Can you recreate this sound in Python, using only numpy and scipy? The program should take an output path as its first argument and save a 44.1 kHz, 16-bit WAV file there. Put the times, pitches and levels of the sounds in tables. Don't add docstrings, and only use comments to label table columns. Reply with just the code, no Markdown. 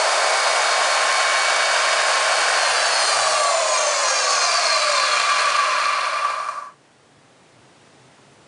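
import sys
import numpy as np
from scipy import signal
from scipy.fft import rfft, irfft, next_fast_len
from scipy.io import wavfile
from scipy.ndimage import uniform_filter1d

SR = 44100
rng = np.random.default_rng(int(sys.argv[2]) if len(sys.argv) > 2 else 0)


def file_out(sig):
    cols = np.atleast_2d(sig).T
    lim = np.clip(cols, -1, 1)
    pcm = np.round(lim * 32767).astype(np.int16)
    wavfile.write(sys.argv[1], SR, pcm)


N = 373527
TIME_S = np.arange(N) / SR


def from_db(db):
    return 10 ** (np.asarray(db) / 20)


def rms_one(x):
    return x / np.sqrt(np.mean(x ** 2) + 1e-20)


def in_time(rows):
    time_s, *columns = np.transpose(rows)
    return [np.interp(TIME_S, time_s, column) for column in columns]


def drift(cycles):
    knots = rng.standard_normal(N // 10)
    return 1.2 * np.interp(cycles, np.arange(len(knots)), knots)


def noise(spectrum):
    size = next_fast_len(N)
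    pitch_hz, level_db = np.transpose(spectrum)
    bins_hz = np.maximum(np.fft.rfftfreq(size, 1 / SR), 1)
    colour = from_db(np.interp(np.log(bins_hz), np.log(pitch_hz), level_db))
    white = rfft(rng.standard_normal(size))
    return rms_one(irfft(white * colour, size)[:N])


def high_pass(x, hz, order):
    return signal.sosfilt(signal.butter(order, hz, "high", fs=SR, output="sos"), x)


def resonate(force, modes):
    sections = []
    for pitch_hz, width_hz, lift_db in modes:
        gain = from_db(lift_db / 2)
        damping = np.pi * width_hz / SR
        turn = -2 * np.cos(2 * np.pi * pitch_hz / SR)
        zeros = [1 + damping * gain, turn, 1 - damping * gain]
        poles = [1 + damping / gain, turn, 1 - damping / gain]
        sections.append(np.divide(zeros + poles, poles[0]))
    return signal.sosfilt(sections, force)


def tone(cycles, fluctuations, loose):
    phase = (2 * np.pi * (cycles - np.floor(cycles))).astype("float32")
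    firm, shaky = np.sqrt(2 * (1 - loose)), np.sqrt(loose)
    in_phase = firm + shaky * drift(fluctuations)
    quadrature = shaky * drift(fluctuations)
    return in_phase * np.sin(phase) + quadrature * np.cos(phase)


# time_s, speed_turns_per_s
POWERED_SPEED = [(0, 140.0), (.4, 140.1), (1.6, 141.4), (2.55, 141.7)]
OFF_S, STOP_S = 2.55, 6.786
AIR_SHARE, AIR_POWER = .19, 2.91


def shaft_speed():
    left = np.clip((STOP_S - TIME_S) / (STOP_S - OFF_S), 0, 1)
    coast = (1 - AIR_SHARE) * left + AIR_SHARE * left ** AIR_POWER
    return in_time(POWERED_SPEED)[0] * coast


# time_s, motor_nearness_0_to_1, nose_nearness_0_to_1
MICROPHONE_PATH = [(0, 0, 0), (.6, 0.67, 0.05), (1.25, 1, 0.08), (2.85, 1, 0.07), (3.65, 0.06, 0.05),
                   (4.3, 0, 0.48), (5, 0, 0.84), (5.6, 0.4, 0.97)]
SPEED_LAWS = {"rush": (-18, 154, 3.5, -3, 5), "vents": (-41.5, 148, 1, 17.5, -3),
              "rattle": (-40.5, 22, 3.04, 5.5, 13), "hiss": (-34, 38, 3.5, 0.9, 3.5),
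              "whine": (-2, 27, 3.5, 1.5, 0), "drag": (-37, 9, 2, 0, 0.5)}


def strength(name, speed):
    full_speed_db, knee, power, motor_db, nose_db = SPEED_LAWS[name]
    at_motor, at_nose = in_time(MICROPHONE_PATH)
    drive = speed / np.hypot(speed, knee)
    level_db = full_speed_db + motor_db * at_motor + nose_db * at_nose
    return from_db(level_db) * (drive / drive.max()) ** power


# pitch_hz, level_db_per_hz (relative)
RUSH_COLOUR = [(30, -47), (100, -53), (250, -25.5), (400, -11.5), (500, -3), (640, 7), (900, 1), (1250, 1),
               (1750, -3.5), (2000, -5), (2900, -9), (3400, -10.5), (10000, -19.5)]
VENT_COLOUR = [(900, -36), (1350, -5.5), (1550, 0), (1780, -2.5), (2100, -12), (3000, -7), (4500, -30.5)]


def air_rush(speed, pressure):
    rush = strength("rush", speed) * noise(RUSH_COLOUR)
    vents = strength("vents", speed) * noise(VENT_COLOUR)
    return (rush + vents) * np.sqrt(pressure)


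# order_cycles_per_turn, level_db (at the rocking resonance)
UNBALANCE_ORDERS = [(1, -61), (1.18, -56), (2, -64.5), (2.36, -69.5), (3, -68)]


def hum(speed, turns, rocking_hz, width_hz):
    out = 0
    for order, level_db in UNBALANCE_ORDERS:
        detuning = 2 * (order * speed - rocking_hz) / width_hz
        out = out + from_db(level_db) * tone(order * turns, turns / 8, .28) / np.hypot(1, detuning)
    return out * np.minimum(speed / 40, 1)


# order_cycles_per_turn, fluctuations_per_turn, level_db (relative)
SQUEAL_ORDERS = [(71.3, 3, 0), (81.5, 9, -2), (91.7, 10, -3), (108, 12, -11)]
SQUEAL_POWERED_DB, SQUEAL_COASTING_DB = -42, -37.5


def squeals(turns, powered, coasting):
    out = 0
    for order, fluctuations, level_db in SQUEAL_ORDERS:
        out = out + from_db(level_db) * tone(order * turns, fluctuations * turns, 0.99)
    level = from_db(SQUEAL_POWERED_DB) * powered + from_db(SQUEAL_COASTING_DB) * coasting
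    return high_pass(out, 2600, order=4) * level


OUTER_DB, INNER_DB, DB_PER_OCTAVE, LOADED_DB = -47, -44, -3, -8.5
LOWER_DB, UPPER_DB = -13.5, -6.5


def series(passes_per_turn, first, last, first_db):
    return [(passes_per_turn * k, first_db + DB_PER_OCTAVE * np.log2(k / first))
            for k in range(first, last + 1)]


def race_tones():
    tones = series(2.535, 4, 9, OUTER_DB)
    for order, level_db in series(5.14, 4, 12, INNER_DB):
        for shift, side_db in [(-1, LOWER_DB), (0, 0), (1, UPPER_DB)]:
            tones.append((order + shift, level_db + side_db))
    return [(order, level_db + LOADED_DB, level_db) for order, level_db in tones]


# order_cycles_per_turn, powered_db, coasting_db
ROTOR_TONES = [(5.71, -60, -45), (6.57, -60, -43), (6.86, -60, -43), (7.59, -45, -55), (10.58, -40, -51),
               (11.02, -42, -44), (12.7, -43, -50), (15.97, -34.5, -47), (16.33, -48, -49),
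               (25.87, -41, -49), (26.85, -42.5, -50), (30.87, -48, -52), (32.12, -46.5, -54),
               (34.98, -45.5, -44), (40, -56, -47), (59.7, -46.5, -60)]
# pitch_hz, width_hz, lift_db
SEAT_MODES = [(658, 130, 7), (1090, 140, 7), (1650, 630, 3), (2400, 430, -4), (4510, 510, 3.5),
              (5800, 1100, -3), (6540, 390, 9)]
UNLOAD_S = .25
LOOSE_POWERED, LOOSE_COASTING = 0.056, 0.41
SWELL_DB, SWELLS_PER_S = 2, 3


def whines(turns):
    coasting = np.clip((TIME_S - OFF_S) / UNLOAD_S, 0, 1)
    powered = 1 - coasting
    loose = np.clip(LOOSE_POWERED * powered + LOOSE_COASTING * coasting, 0, 1)
    out = squeals(turns, powered, coasting)
    for order, powered_db, coasting_db in ROTOR_TONES + race_tones():
        level = from_db(powered_db) * powered + from_db(coasting_db) * coasting
        swell = from_db(SWELL_DB * drift(SWELLS_PER_S * TIME_S))
        out = out + level * tone(order * turns, turns / 2, loose) * swell
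    return high_pass(resonate(out, SEAT_MODES), 516, order=10)


def rolling(speed, turns):
    slow = 1 - speed / speed.max()
    belt_db = 0.44 * slow * np.sin(2 * np.pi * 0.22 * turns)
    lumps_db = (0.73 + 0.39 * slow) * drift(140 * TIME_S)
    return from_db(belt_db + lumps_db)


# pitch_hz, level_db_per_hz (relative)
RATTLE_COLOUR = [(60, -44), (250, -19), (450, -12.5), (600, -5.5), (850, -18), (1100, -0.5), (1400, 5.5),
                 (2000, -0.5), (2600, -3), (4200, -9.5), (7700, -28), (10000, -17)]
HISS_COLOUR = [(200, -33), (1500, -27), (3000, -9), (4300, -1.5), (5500, 0), (7000, 2), (8800, -0.5),
               (10000, -5.5)]


def bearing_noise(speed, pressure):
    grit = rms_one(from_db(1.9 * drift(1500 * TIME_S)))
    rattle = strength("rattle", speed) * noise(RATTLE_COLOUR)
    hiss = strength("hiss", speed) * noise(HISS_COLOUR) * grit
    return (rattle + hiss) * pressure


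# start_s, level_db (at onset, before the castings)
BALL_CATCHES = [(6.14, -35), (6.162, -53), (6.246, -36), (6.302, -37), (6.388, -53), (6.486, -40),
                (6.573, -52)]
# pitch_hz, level_db_per_hz (relative)
DRAG_COLOUR = [(300, -35), (620, -9.5), (850, -10), (1020, -3.5), (1170, -0.5), (1500, -5.5), (3000, -28.5)]
OIL_FILM_TURNS_PER_S = 38.3


def catches(speed, decay_s):
    bursts = 0
    for start_s, level_db in BALL_CATCHES:
        decay = np.exp(-np.abs(TIME_S - start_s) / decay_s)
        bursts = bursts + from_db(level_db) * decay * (TIME_S >= start_s)
    drag = strength("drag", speed) / (1 + (speed / OIL_FILM_TURNS_PER_S) ** 4)
    return (drag + bursts) * noise(DRAG_COLOUR)


# centre_s, half_length_s (to 1/e), level_db (added amplitude)
HAND_BUMPS = [(7.05, 0.027, -78), (7.18, .03, -71), (7.617, .06, -68), (8.04, .05, -74), (8.33, .07, -75)]
# pitch_hz, level_db_per_hz (relative)
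ROOM_COLOUR = [(30, -24), (54, -31.5), (90, -11), (126, -6.5), (317, -4.5), (673, -7), (994, -9.5),
               (3600, -18), (10000, -25), (13000, -59)]
RUMBLE_COLOUR = [(30, -30), (60, -14), (85, -11), (115, 5.5), (140, 11), (175, -18.5), (260, -11.5),
                 (500, -43)]
ROOM_DB, RUMBLE_DB = -63.5, -77.5


def workshop():
    bumps = 0
    for centre_s, half_length_s, level_db in HAND_BUMPS:
        bumps = bumps + from_db(level_db) * np.exp(-((TIME_S - centre_s) / half_length_s) ** 2)
    room = from_db(ROOM_DB) * noise(ROOM_COLOUR)
    return room + (from_db(RUMBLE_DB) + bumps) * noise(RUMBLE_COLOUR)


# pitch_hz, width_hz, lift_db
CASTING_MODES = [(602, 180, 10), (1028.4, 41, 12), (1158, 89, 17), (1636, 55, 7.5), (2160, 144, 4),
                 (2400, 180, 12), (2750, 93, 7.5), (3450, 230, 3.5), (4212, 384, 10), (4840, 770, 8.5),
                 (5590, 250, 7), (6210, 600, 7), (6990, 360, 4), (7370, 220, 6), (8590, 570, 5),
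                 (9620, 136, 10.5)]


def scene():
    speed = shaft_speed()
    turns = np.cumsum(speed) / SR
    pressure = rolling(speed, turns)
    force = bearing_noise(speed, pressure)
    force = force + strength("whine", speed) * whines(turns)
    force = force + catches(speed, decay_s=0.0055)
    machine = air_rush(speed, pressure) + resonate(force, CASTING_MODES)
    machine = machine + hum(speed, turns, rocking_hz=131.2, width_hz=10.3)
    return np.tile(high_pass(machine, 80, order=2) + workshop(), (2, 1))


HELD_DB, MOST_GAIN_DB, RECOVERY_DB_PER_S, AVERAGING_S = -18, 12.5, 4, .15
CUTOFF_HZ = 10050


def record(dry):
    power = uniform_filter1d(dry[0] ** 2, int(AVERAGING_S * SR))
    level_db = 10 * np.log10(power + 1e-12)
    recovery_db = RECOVERY_DB_PER_S * TIME_S
    remembered_db = np.maximum.accumulate(level_db + recovery_db) - recovery_db
    held = dry * from_db(np.minimum(HELD_DB - remembered_db, MOST_GAIN_DB))
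    low_pass = signal.ellip(12, .1, 80, CUTOFF_HZ, fs=SR, output="sos")
    return signal.sosfilt(low_pass, held)


dry = scene()
out = record(dry)
file_out(out)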